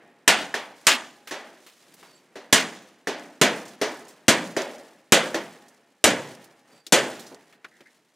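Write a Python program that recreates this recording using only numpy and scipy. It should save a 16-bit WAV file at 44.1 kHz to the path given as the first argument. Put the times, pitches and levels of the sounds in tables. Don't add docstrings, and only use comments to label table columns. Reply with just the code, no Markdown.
import sys
import numpy as np
from scipy import signal
from scipy.fft import rfft, irfft, next_fast_len
from scipy.io import wavfile

SR = 44100
rng = np.random.default_rng(int(sys.argv[2]) if len(sys.argv) > 2 else 0)


def wav_record(signal):
    frames = np.transpose(np.atleast_2d(signal))
    bounded = np.clip(frames, -1, 1)
    quanta = np.round(bounded * 32767).astype(np.int16)
    wavfile.write(sys.argv[1], SR, quanta)


N = 359415

# (time [s], relative level [dB], thump [dB], body [dB], treble [dB],
# ring time [ratio], boom [Hz], zing [Hz])
BLOWS = [(0.2772, -13, -5.5, -8, -2, 0.95, 770, 9050), (0.868, -14.5, -6, -11.5, 1, 0.77, 1190, 7100),
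         (2.5262, -13.5, 3.5, -7.5, 1, 0.95, 450, 6200), (3.4138, -14.5, 4.5, 0.5, -2, 0.95, 340, 6000),
         (4.2816, -13, 6, -1.6, 0, 0.88, 650, 6520), (5.1216, -12, 3, -0.5, 0, 0.94, 510, 6780),
         (6.0406, -13.5, 5.5, 0.5, 1, 0.94, 530, 7780), (6.9228, -13, 4, 1.5, 1.5, 0.97, 540, 7180)]
# (the columns of BLOWS, edge clank level [dB])
SLAPS = [(0.5401, -28, -9.5, -10.5, -1, 1.12, 805, 3415, -11.5),
         (1.309, -32, -4.5, -8, -0.5, 1.48, 350, 6200, -36), (2.355, -41, 1, -4, -1.5, 1.4, 523, 4490, -36),
         (3.0709, -27.5, 2, -4.5, 0.5, 1.32, 433, 6000, -15.5),
         (3.8135, -23.5, 0, -4, 1.5, 1.14, 444, 5800, -24),
         (4.5648, -25, 1, -1.5, 1.2, 1.28, 547, 6500, -17),
         (5.3432, -26.5, 2.5, -4, 0.2, 0.85, 500, 6460, -18.5)]
SPOT_TONE_HZ = [200, 500, 1100, 2500, 7000]
# (frequency [Hz], spectral level [dB])
BLOW_SPECTRUM = [(18, -63), (30, -36), (65, -25), (135, -6), (259, 0.5), (540, -0.5), (822, -1.5),
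                 (962, -0.5), (1250, -3.5), (1720, -1.5), (2410, -3), (2980, -2.5), (4530, -8),
                 (6050, -8.5), (8080, -8.5), (13700, -22.5), (16000, -47)]
SLAP_SPECTRUM = [(18, -71.5), (30, -42), (103, -23), (259, -0.5), (600, 0), (801, -3), (866, -2.5),
                 (1350, -9), (1910, -7.5), (2230, -10), (5900, -17.5), (14000, -36), (16000, -47)]
# (frequency [Hz], width [Hz], boost [dB])
RIB_MODES = [(520, 70, 0.5), (612, 220, 4), (1120, 260, -2.5), (1193, 25, 0.5), (1486, 55, 3.5),
             (1670, 38, 3), (1820, 110, 1.5), (1980, 100, 3), (2280, 40, 1.5), (2856, 19, 4),
             (3400, 110, 2), (3974, 33, 1.5), (5950, 140, 4), (6860, 120, 4), (7440, 40, 2)]
# (frequency [Hz], base early T60 [s], base late T60 [s], late share [dB])
DAMPING = [(50, 0.14, 0.16, -17.5), (136, 0.055, 0.8, -21.5), (248, 0.073, 0.66, -9), (730, 0.4, 0.63, -4),
           (1980, 0.37, 0.59, -12.5), (3960, .27, 0.69, -19), (6700, 0.18, 0.62, -21),
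           (14000, 0.12, 0.13, -5)]
# (mean frequency [Hz], relative level [dB], T60 [s])
CLONK_MODES = [(320, -7, .14), (386, 0, .21), (450, -1, .2), (535, -2, .15), (635, -3, .14),
               (1590, -4, .022), (1830, -2, .03)]
# (start [s], duration [s], level [dB])
RATTLES = [(0.324, 0.14, -37), (0.865, 0.11, -22.5), (2.538, 0.099, -27)]
# (time [s], relative level [dB], centre [Hz], T60 [s],
# skirt steepness [dB], hollow knock share [dB])
TAPS = [(1.2725, -34, 1860, 0.21, 3, -12), (1.6635, -45, 2180, 0.24, 2.5, -10),
        (1.94, -44, 8000, 0.06, 1, -20), (2.028, -43.5, 990, 0.22, 3.5, -8),
        (3.653, -44, 6000, .12, 7, -20), (3.679, -44, 6060, 0.14, 8, -20), (4.081, -45, 6700, 0.15, 6, -20),
        (5.682, -50, 6360, 0.1, 7, -20), (6.441, -45, 6820, 0.06, 3, -20),
        (7.193, -38.5, 4800, 0.16, 4, -6), (7.265, -45, 5400, 0.2, 6, -6), (7.315, -41, 448, 0.3, 4.5, -6),
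        (7.525, -50, 2000, 0.14, 4, -12), (6.8655, -31, 4140, 0.06, 4.5, -17),
        (7.6445, -28.5, 1450, 0.055, 6, -17), (7.715, -56.5, 1800, 0.8, 45, -10),
        (7.806, -46, 2000, 0.07, 4, 0), (7.858, -47, 1880, 0.14, 50, -20)]
# (time [s], level [dB])
PEBBLES = [(3.196, -46), (4.052, -51), (4.474, -43), (4.619, -32), (5.7454, -56.5), (6.3506, -46.5),
           (7.346, -44)]
# (frequency [Hz], spectral level [dB])
GRUMBLE_SPECTRUM = [(40, -33), (85, -26), (135, -7), (230, -0.5), (600, -4), (1200, -10.5), (1900, -10),
                    (3000, -17), (6000, -41.5), (16000, -50.5)]
# (frequency [Hz], relative level [dB], nominal width [Hz])
HUM_MODES = [(690, -5, 14), (824, -2, 7), (1710, -8, 50), (1846, -6, 18)]
# (frequency [Hz], spectral level [dB])
RUSTLE_SPECTRUM = [(200, -23.5), (1000, -1.5), (2000, 2.5), (4000, 3), (7000, 0), (10000, -3.5),
                   (15000, -13)]
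# (start [s], duration [s], grumble level [dB], rustle level [dB])
WORKER_SHIFTS = [(0.761, 0.16, -67, -61.5), (1.376, 0.54, -83, -63.5), (1.76, 0.49, -61, -60.5),
                 (2.119, 0.49, -65.5, -80.5), (6.64, 0.19, -60, -67), (7.643, 0.4, -71, -74)]
# (start [s], duration [s], pitch [Hz], level [dB])
BIRD_NOTES = [(2.05, 0.19, 4550, -61.5), (2.15, 0.038, 7600, -61), (6.71, 0.17, 4640, -69),
              (6.746, 0.08, 7620, -73)]
# (frequency [Hz], side relative to mid [dB])
SIDE_SPECTRUM = [(100, -40), (250, -46), (500, -46), (1000, -20), (2000, -21), (4000, -11.5),
                 (8000, -11), (14000, -13.5)]

BAND_EDGES_HZ = np.append([0, 85], 160 * 2 ** np.arange(0, 7.5, .5))
RING_S, EARLY_S = 1.0, .08
BOOM_DB, ZING_DB, SPOT_WIDTH = 3.5, 2, .12
SHAKE_SPREAD_S, SHAKE_T60_S, DEBRIS_T60_S = .096, 1.44, .9
SLAP_SHAKE_DB = 7.5
GRIT_PER_S, GRIT_RANGE_DB = 110, 15


def impacts(table, spectrum, gain_db, clonk_db, rise_s, chatter_db, crack_db):
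    out = np.zeros(N)
    for s, db, thump_db, body_db, treble_db, ring, boom_hz, zing_hz, *_ in table:
        spot = list(zip(SPOT_TONE_HZ, [thump_db, body_db, 0, 0, treble_db]))
        boom = (boom_hz, SPOT_WIDTH * boom_hz, BOOM_DB)
        zing = (zing_hz, SPOT_WIDTH * zing_hz, ZING_DB)
        peaks = [*RIB_MODES, boom, zing]
        add(out, s, undb(db + gain_db) * crash(spectrum, spot, peaks, ring, rise_s, chatter_db, crack_db))
        add(out, s + .0012, undb(db + clonk_db) * clonk(spot))
    return out


def crash(spectrum, spot, peaks, ring, rise_s, chatter_db, crack_db):
    size = int(RING_S * SR)
    t, hz = np.arange(size) / SR, bins(size)
    peaks_db = sum(db / (1 + (2 * (hz - f) / width) ** 2) for f, width, db in peaks)
    gain = undb(along(hz, spectrum) + along(hz, spot) + peaks_db)
    modes = gain * rfft(rng.standard_normal(size))
    chatter = undb(chatter_db * (walk(600, size) + .8 * walk(45, size)))
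    chatter /= rms(chatter)
    out = np.zeros(size)
    for lo, hi in zip(BAND_EDGES_HZ, BAND_EDGES_HZ[1:]):
        band, centre = (hz >= lo) & (hz < hi), (lo + hi) / 2
        early_t60, late_t60, late_db = (along(centre, DAMPING, column) for column in (1, 2, 3))
        crack = undb(crack_db) * (1 + (centre / 7000) ** 2) * fade(t, t60=.012)
        early = fade(t, ring * early_t60) + crack
        late = undb(late_db) * fade(t, ring * late_t60) * (chatter if centre > 2500 else 1)
        swell = 1 - np.exp(-t / (rise_s + .09 / centre))
        part = irfft(modes * band, size) * swell * np.hypot(early, late)
        out += part / rms(part) * rms(gain * band)
    return out / rms(out[:int(EARLY_S * SR)])


def clonk(spot):
    t = np.arange(int(RING_S * SR)) / SR
    out = np.zeros(len(t))
    for hz, db, t60 in CLONK_MODES:
        share, detune = rng.standard_normal(2)
        gain = undb(db + along(hz, spot) + .6 * share)
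        out += gain * np.sin(2 * np.pi * hz * (1 + .065 * detune) * t) * fade(t, t60)
    return out * (1 - np.exp(-t / .0019))


def edge_clanks(pitch_hz, t60):
    out, t = np.zeros(N), np.arange(int(EARLY_S * SR)) / SR
    ping = np.sin(2 * np.pi * pitch_hz * t) * fade(t, t60) * (1 - np.exp(-t / .0005))
    for s, *_, clank_db in SLAPS:
        add(out, s + .001, undb(clank_db) * ping / ping.max())
    return out


def seam_rattles(centre_hz, skirt_db, rough_db):
    envelope = np.zeros(N)
    buzz = noise(hump(bins(N), centre_hz, skirt_db), N) * undb(rough_db * walk(400, N))
    for s, length, db in RATTLES:
        add(envelope, s, undb(db) * arch(length))
    return envelope * buzz / rms(buzz)


def taps(gain_db, rise_s, knock_hz, knock_t60):
    out, size = np.zeros(N), SR // 2
    t, hz = np.arange(size) / SR, bins(size)
    for s, db, centre, t60, skirt_db, knock_db in TAPS:
        tap = noise(hump(hz, centre, skirt_db), size) * fade(t, t60)
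        knock = undb(knock_db) * noise(hump(hz, knock_hz, skirt_db=6.5), size) * fade(t, knock_t60)
        add(out, s, undb(db + gain_db) * (tap + knock) * (1 - np.exp(-t / rise_s)))
    return out


def pebbles(centre_hz, skirt_db):
    out = np.zeros(N)
    for s, db in PEBBLES:
        add(out, s, undb(db) * tick(centre_hz, skirt_db))
    return out


def tick(centre_hz, skirt_db):
    size = int(EARLY_S * SR)
    t = np.arange(size) / SR
    snap, ring = fade(t, t60=.012), undb(-6) * fade(t, t60=.04)
    return noise(hump(bins(size), centre_hz, skirt_db), size) * (snap + ring)


def settling():
    shake, bounce = shaking(SHAKE_T60_S), shaking(DEBRIS_T60_S)
    weight, drag = worker(rest_grumble_db=-69, rest_rustle_db=-71.5)
    initial_sway = undb(-28.5) * fade(np.arange(N) / SR, SHAKE_T60_S)
    sway = np.hypot(shake, initial_sway)
    wall = grumble(np.hypot(undb(-25) * sway, weight), flex_db=.5) + hum(undb(-34) * sway)
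    leaves = rustle(np.hypot(undb(-22.5) * bounce, drag), crackle_db=2)
    return wall + leaves + grit(undb(-33) * bounce, centre_hz=6100, skirt_db=11, cluster_db=2.5)


def shaking(t60):
    t = np.arange(N) / SR
    response = fade(t, t60) * (1 - np.exp(-t / SHAKE_SPREAD_S))
    energy = np.zeros(N)
    for table, gain_db in ((BLOWS, 0), (SLAPS, SLAP_SHAKE_DB)):
        for s, db, _, body_db, *_ in table:
            add(energy, s, (undb(db + gain_db + body_db / 2) * response) ** 2)
    return np.sqrt(energy)


def grumble(drive, flex_db):
    return noise(along(bins(N), GRUMBLE_SPECTRUM), N) * drive * undb(flex_db * walk(22, N))


def hum(drive):
    power = sum(undb(db) ** 2 / width / (1 + (2 * (bins(N) - hz) / width) ** 2) ** 2
                for hz, db, width in HUM_MODES)
    return noise(10 * np.log10(power), N) * drive


def rustle(drive, crackle_db):
    catches = undb(crackle_db * walk(220, N) + 1.5 * walk(35, N))
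    return noise(along(bins(N), RUSTLE_SPECTRUM), N) * drive * catches / rms(catches)


def grit(drive, centre_hz, skirt_db, cluster_db):
    out = np.zeros(N)
    ticks = [tick(centre_hz * 2 ** rng.uniform(-.5, .46), skirt_db) for _ in range(20)]
    for k, (when, strength) in enumerate(rng.random((int(GRIT_PER_S * N / SR), 2))):
        add(out, when * N / SR, undb(GRIT_RANGE_DB * strength ** 2) * ticks[k % len(ticks)])
    out *= undb(cluster_db * walk(20, N))
    return out / rms(out) * drive


def worker(rest_grumble_db, rest_rustle_db):
    weight, drag = np.full(N, undb(rest_grumble_db)), np.full(N, undb(rest_rustle_db))
    for s, length, grumble_db, rustle_db in WORKER_SHIFTS:
        add(weight, s, undb(grumble_db) * arch(length))
        add(drag, s, undb(rustle_db) * arch(length))
    return weight, drag


def bird(waver):
    out = np.zeros(N)
    for s, length, hz, db in BIRD_NOTES:
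        size = int(length * SR)
        phase = 2 * np.pi * np.cumsum(hz * (1 + waver * walk(387, size))) / SR
        flutter = undb(3.5 * walk(70, size))
        swell = np.sin(np.pi * np.sqrt(np.arange(size) / size))
        add(out, s, undb(db) * flutter * swell * np.sqrt(2) * np.sin(phase))
    return out


def microphone_pair(mid, right_db):
    size = next_fast_len(N)
    hz = bins(size)
    diffuse = np.real(signal.hilbert(mid, size) * np.exp(1j * np.pi * walk(80, size)))
    lean = (undb(right_db / 2) - 1) * hz ** 2 / (hz ** 2 + 2500 ** 2)
    side = irfft(rfft(diffuse) * undb(along(hz, SIDE_SPECTRUM)) - rfft(mid, size) * lean, size)[:N]
    return np.array([mid + side, mid - side])


def undb(db):
    return 10 ** (np.asarray(db) / 20)


def rms(x):
    return np.sqrt(np.mean(x ** 2)) + 1e-18


def along(hz, points, column=1):
    points = np.array(points, float)
    return np.interp(np.log(np.maximum(hz, 1)), np.log(points[:, 0]), points[:, column])


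def bins(size):
    return np.arange(size // 2 + 1) * SR / size


def hump(hz, centre_hz, skirt_db):
    hz = np.maximum(hz, 1)
    return -skirt_db * np.log2(1 + (hz / centre_hz - centre_hz / hz) ** 2)


def noise(db, size):
    x = irfft(rfft(rng.standard_normal(size)) * undb(db), size)
    return x / rms(x)


def walk(rate, size):
    position, count = np.arange(size) * rate / SR, 8192
    return 1.2 * np.interp(position, np.arange(count), rng.standard_normal(count))


def fade(t, t60):
    return np.exp(-np.log(1000) * t / t60)


def arch(length_s):
    return np.sin(np.linspace(0, np.pi, int(length_s * SR)))


def add(track, s, x):
    i = int(s * SR)
    track[i:i + len(x)] += x[:N - i]


def scene():
    blows = impacts(BLOWS, BLOW_SPECTRUM, gain_db=-1, clonk_db=-10, rise_s=.0005,
                    chatter_db=1.5, crack_db=-10.5)
    slaps = impacts(SLAPS, SLAP_SPECTRUM, gain_db=-2.5, clonk_db=4.5, rise_s=.0018,
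                    chatter_db=0, crack_db=-7.5)
    small = taps(gain_db=-2.5, rise_s=.00082, knock_hz=340, knock_t60=.11)
    small += pebbles(centre_hz=5740, skirt_db=9) + settling()
    seam = seam_rattles(centre_hz=2800, skirt_db=6, rough_db=2) + edge_clanks(pitch_hz=1776, t60=.01)
    return microphone_pair(blows + slaps + seam + small + bird(waver=.012), right_db=1.1)


def record(dry):
    ceiling, knee, bass_hz, top_hz = .88, 4, 74, 15600
    rounded = dry / (1 + np.abs(dry / ceiling) ** knee) ** (1 / knee)
    thin = signal.sosfilt(signal.butter(2, bass_hz, "highpass", fs=SR, output="sos"), rounded)
    return signal.sosfilt(signal.ellip(8, .2, 70, top_hz, fs=SR, output="sos"), thin)


dry = scene()
out = record(dry)
wav_record(out)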